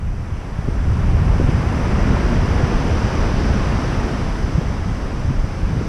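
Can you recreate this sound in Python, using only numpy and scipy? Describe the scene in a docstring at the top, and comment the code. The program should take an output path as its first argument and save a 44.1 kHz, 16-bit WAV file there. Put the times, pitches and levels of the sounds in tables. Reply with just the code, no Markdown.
"""A sandy beach: a wave breaks some way off, its roar swells, then the foam hisses up the sand and drains back.
The surf is four bands of patchy noise riding level curves: plunge, roar, foam and spray.
Wind buffets the port of a small camera lying on a towel: slow noise swings, faster flutter, and
stronger eddies that flap past as short harmonic swings.
The housing colours the surf's treble with a plateau and steps; the microphone hisses faintly."""
import sys
import numpy as np
from scipy import signal
from scipy.fft import rfft, irfft, next_fast_len
from scipy.io import wavfile
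from scipy.ndimage import uniform_filter1d, map_coordinates

SR = 44100
rng = np.random.default_rng(int(sys.argv[2]) if len(sys.argv) > 2 else 0)


def put_to_file(sound):
    """Save the sound as 16-bit audio at rate SR, in the file named by the first command-line argument."""
    columns = np.atleast_2d(sound).T  # one column per channel
    safe = np.clip(columns, -1, 1)
    whole_steps = np.round(safe * 32767)
    wavfile.write(sys.argv[1], SR, whole_steps.astype(np.int16))


N = 259308

# The breaking wave before the housing: t/s, tumbling roar level/dB, foam hiss level/dB
WAVE_LEVELS = [(0.0, -42, -57), (0.35, -39.5, -53), (1.0, -34, -48.5), (1.4, -31.5, -45),
               (1.76, -29, -43.5), (2.1, -27, -41), (2.8, -28, -39.5), (3.2, -28, -38.5), (3.9, -29, -39.5),
               (4.4, -32.5, -42.5), (4.85, -34.5, -45), (5.6, -35, -46), (5.88, -34.5, -44)]
# Noise spectra, only the shape counts: f/Hz, level per Hz/dB
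# Thud of large air pockets
PLUNGE_SPECTRUM = [(50, -23), (110, -1.5), (200, 1), (350, -5.5), (600, -13.5), (1200, -34), (4000, -120)]
# Roar of tumbling water
ROAR_SPECTRUM = [(150, -24), (400, -2.5), (600, -1), (1000, -1), (1500, -4.5), (2200, -9.5), (3000, -16),
                 (4500, -23.5), (9000, -45), (15000, -75)]
# Hiss of fine bubbles
FOAM_SPECTRUM = [(800, -44), (2500, -3.5), (4000, 0), (6000, -1.5), (8000, -9.5), (15000, -52)]
# Sizzle of the finest bubbles
SPRAY_SPECTRUM = [(2000, -34), (6000, -3), (7500, 1), (9000, -3.5), (11000, -7), (15000, -15.5)]
# Wind strength on the port, dipped while an eddy covers it: t/s, level/dB
WIND_STRENGTH = [(0.0, -31), (0.06, -25), (0.45, -30), (0.53, -24.5), (0.66, -29), (0.8, -22.5),
                 (1.05, -18), (1.45, -19.5), (1.75, -22.5), (2.1, -20.5), (2.5, -19.5), (2.72, -24),
                 (2.9, -21.5), (3.17, -24), (3.35, -21), (3.8, -22.5), (4.12, -26.5), (4.25, -24),
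                 (4.45, -24.5), (5.1, -26), (5.3, -22), (5.5, -27), (5.7, -22), (5.88, -22.5)]
# Slow pressure swings of the wind: f/Hz, level per Hz/dB
BUFFET_SPECTRUM = [(5, -44), (22, 6), (35, 7), (60, 3.5), (90, -1.5), (200, -55), (1000, -120)]
# Faster flutter of the wind: f/Hz, level per Hz/dB
FLUTTER_SPECTRUM = [(10, -63), (40, -6), (75, 2), (120, -1.5), (180, -7.5), (280, -22.5), (600, -76),
                    (2000, -120)]
# Eddies flapping past: start t/s, fundamental level/dB, nominal f/Hz, length/s, step per overtone/dB
EDDY_EVENTS = [(0.584, -9, 89, 0.018, -12), (0.676, -10.5, 115, 0.022, -5.5),
               (0.763, -10.5, 41.5, 0.058, -13), (0.908, -10, 104, 0.032, -17),
               (0.979, -10, 65, 0.032, -13), (1.027, -11, 80.4, 0.032, -10),
               (1.082, -10.5, 47.7, 0.043, -13), (1.135, -8, 60.4, 0.039, -9),
               (1.303, -8.5, 45.6, 0.052, -14), (1.392, -11.5, 114, 0.02, -3.5),
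               (1.41, -12, 130, 0.011, -3.5), (1.429, -7, 84, 0.031, -11), (1.483, -5.5, 120.6, 0.018, -8),
               (1.537, -7, 80, 0.031, -14), (2.212, -9, 55.6, 0.077, -11), (2.419, -10, 89, 0.045, -21),
               (2.549, -9, 69, 0.035, -10), (2.63, -6.5, 115.6, 0.021, -19), (2.734, -8.5, 35, 0.05, -17),
               (3.033, -7.5, 75.6, 0.029, -16), (3.304, -12, 55.7, 0.036, -6), (3.489, -8, 73, 0.041, -9),
               (3.761, -10.5, 76.7, 0.035, -12), (4.022, -12, 45.5, 0.056, -11),
               (4.538, -8.5, 59.7, 0.029, -11), (4.573, -7, 153, 0.028, -19),
               (4.85, -10.5, 72.4, 0.025, -9), (5.243, -9.5, 67, 0.022, -14),
               (5.272, -11.5, 95.4, 0.028, -11), (5.295, -11, 125, 0.026, -11),
               (5.36, -9.5, 33.6, 0.077, -14), (5.428, -10.5, 64.5, 0.029, -9),
               (5.616, -8.5, 44.6, 0.058, -8), (5.757, -13, 110, 0.022, -10),
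               (5.806, -17.5, 108, 0.019, -3)]
# Treble response of the housing: f/Hz, level/dB
HOUSING_RESPONSE = [(3000, 0), (4200, -6.5), (4900, 0.5), (6100, -0.5), (6600, -11.5), (10900, -8),
                    (11900, -18), (13000, -11.5), (15100, -19)]
# Microphone hiss, only the shape counts: f/Hz, level per Hz/dB
HISS_SPECTRUM = [(1000, -10), (7000, 0), (11000, -4), (15000, -10)]

ROAR_MID_DB = -32  # roar level at which the plunge sits PLUNGE_DB above it
PLUNGE_DB, PLUNGE_GROWS = 5, 1.105  # dB over the roar; dB per dB that the roar moves
SPRAY_DB, SPRAY_GROWS, SPRAY_FULL_DB = -44, 0.76, -30  # top level; dB per dB of roar; roar level at the top
SURGE_DB, SURGES_PER_S = 0.5, 5  # small surges in the roar
BUFFET_DB, FLUTTER_DB = 1, 0.47  # level over the wind strength
FLUTTER_GROWS = 0.21  # extra dB of flutter per dB of strength above its mean
PUFF_DB, PUFFS_PER_S = 2.5, 16  # the buffeting comes in puffs
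LUMP_DB, LUMPS_PER_S = 2.5, 25  # the flutter is lumpy
COVER_DIP_DB = 6  # drop of the turbulence, buffeting and flutter alike, under one eddy at its fullest
HISS_DB, ROUNDING_LEVEL = -69, 0.75  # microphone hiss rms; amplitude ceiling of the soft rounding
TOP_HZ = 15230  # band limit


def surf():
    """Large air pockets thud, tumbling water roars, fine bubbles hiss and the finest ones sizzle."""
    roar_db, foam_db = curves(WAVE_LEVELS)
    plunge_db = ROAR_MID_DB + PLUNGE_DB + PLUNGE_GROWS * (roar_db - ROAR_MID_DB)
    spray_db = SPRAY_DB + SPRAY_GROWS * np.minimum(roar_db - SPRAY_FULL_DB, 0)
    surge_db = SURGE_DB * wobble(SURGES_PER_S)
    plunge = amp(plunge_db) * rush(PLUNGE_SPECTRUM, patchy_db=0.95)
    roar = amp(roar_db + surge_db) * rush(ROAR_SPECTRUM, patchy_db=0.6)
    foam = amp(foam_db) * rush(FOAM_SPECTRUM, patchy_db=0.45)
    spray = amp(spray_db) * rush(SPRAY_SPECTRUM, patchy_db=0.6)
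    return plunge + roar + foam + spray


def housing(sound):
    """The housing shapes the treble on its way in, with a plateau and steps."""
    return coloured(sound, HOUSING_RESPONSE)


def wind():
    """Turbulence presses on the port in swings whose size follows the gusts, with eddies on top."""
    strength_db, = curves(WIND_STRENGTH)
    swings, cover = eddies()
    flutter_db = FLUTTER_DB + FLUTTER_GROWS * (strength_db - strength_db.mean())
    turbulence = amp(BUFFET_DB) * buffeting() + amp(flutter_db) * fluttering()
    # while an eddy covers the port it takes the place of the turbulence, slow buffeting and flutter alike
    return amp(strength_db - COVER_DIP_DB * cover) * turbulence + swings


def buffeting():
    """Slow turbulent pressure swings, partly evened out, then gathered into puffs."""
    steady = evened(rush(BUFFET_SPECTRUM, patchy_db=0.4), seconds=0.077, share=0.52)
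    return unit(amp(PUFF_DB * wobble(PUFFS_PER_S)) * steady)


def fluttering():
    """Faster turbulent swings, partly evened out, then made lumpy."""
    steady = evened(rush(FLUTTER_SPECTRUM, patchy_db=0.2), seconds=0.029, share=0.38)
    return unit(amp(LUMP_DB * wobble(LUMPS_PER_S)) * steady)


def eddies():
    """Each eddy swings the pressure for a few cycles; also returns how far eddies cover the port."""
    out, cover = np.zeros(N + SR), np.zeros(N + SR)
    t = np.arange(SR // 10) / SR
    chance = rng.random((len(EDDY_EVENTS), 4))
    for (start, db, hz, length, tilt_db), turn in zip(EDDY_EVENTS, chance):
        swell = np.sin(np.pi * np.clip(t / length, 0, 1))
        # the eddy slows as it passes: pitch glides from 1.2 to 0.76 of nominal
        phase = 2 * np.pi * hz * t * (1.2 - 0.22 * t / length)
        swing = np.zeros(len(t))
        for k in range(4):  # fundamental and three overtones
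            swing += amp(tilt_db * k) * np.sin((k + 1) * phase + 2 * np.pi * turn[k])
        first = round(start * SR)
        out[first:][:len(t)] += amp(db) * swell ** 2 * swing
        cover[first:][:len(t)] += swell
    return out[:N], cover[:N]


def microphone_hiss():
    """Faint steady noise of the microphone itself."""
    return amp(HISS_DB) * unit(coloured(rng.standard_normal(N), HISS_SPECTRUM))


def rush(spectrum, patchy_db):
    """Turbulent noise of rms 1, with patches of random gain across time and pitch."""
    cells = signal.stft(rng.standard_normal(N + 512), nperseg=512)[2]
    field = uniform_filter1d(rng.standard_normal(cells.shape), size=6, axis=0)  # blur in pitch
    field = uniform_filter1d(field, size=14, axis=1)  # blur in time
    patchy = signal.istft(cells * amp(patchy_db * unit(field)), nperseg=512)[1][:N]
    return unit(coloured(patchy, spectrum))


def evened(x, seconds, share):
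    """x at rms 1 with a share of its own slow loudness swings divided out."""
    width = int(seconds * SR)
    power = uniform_filter1d(uniform_filter1d(x ** 2, width), width)
    size = np.sqrt(np.abs(power) + 1e-3)
    return unit(x / size ** share)


def coloured(x, points):
    """x through a spectrum of (f/Hz, level/dB) points joined on a log frequency axis."""
    m = next_fast_len(N + 8192)  # padded so that ringing does not wrap round
    hz, db = np.transpose(points)
    bins = np.fft.rfftfreq(m, 1 / SR)
    gain = amp(np.interp(np.log(bins + 1), np.log(hz + 1), db))
    return irfft(rfft(x, m) * gain, m)[..., :N]


def wobble(rate):
    """A smooth random curve with rate knots a second."""
    return map_coordinates(rng.standard_normal(400), [np.arange(N) * rate / SR])


def curves(rows):
    """One value per sample for each column after the time."""
    s, *cols = np.transpose(rows)
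    return [np.interp(np.arange(N) / SR, s, c) for c in cols]


def amp(db):
    """Gain of a level in dB."""
    return 10 ** (np.asarray(db) / 20)


def unit(x):
    """x at rms 1."""
    return x / np.sqrt(np.mean(x ** 2) + 1e-20)


def scene():
    """The surf enters through the housing; the wind acts on the port directly."""
    return (housing(surf()) + wind())[None]


def record(dry):
    """The microphone adds hiss and rounds off the largest swings; the top is cut at the band limit."""
    hissing = dry + microphone_hiss()
    rounded = hissing / (1 + np.abs(hissing / ROUNDING_LEVEL) ** 4) ** (1 / 4)
    return coloured(rounded, [(TOP_HZ, 0), (TOP_HZ + 60, -120)])


dry = scene()
out = record(dry)
put_to_file(out)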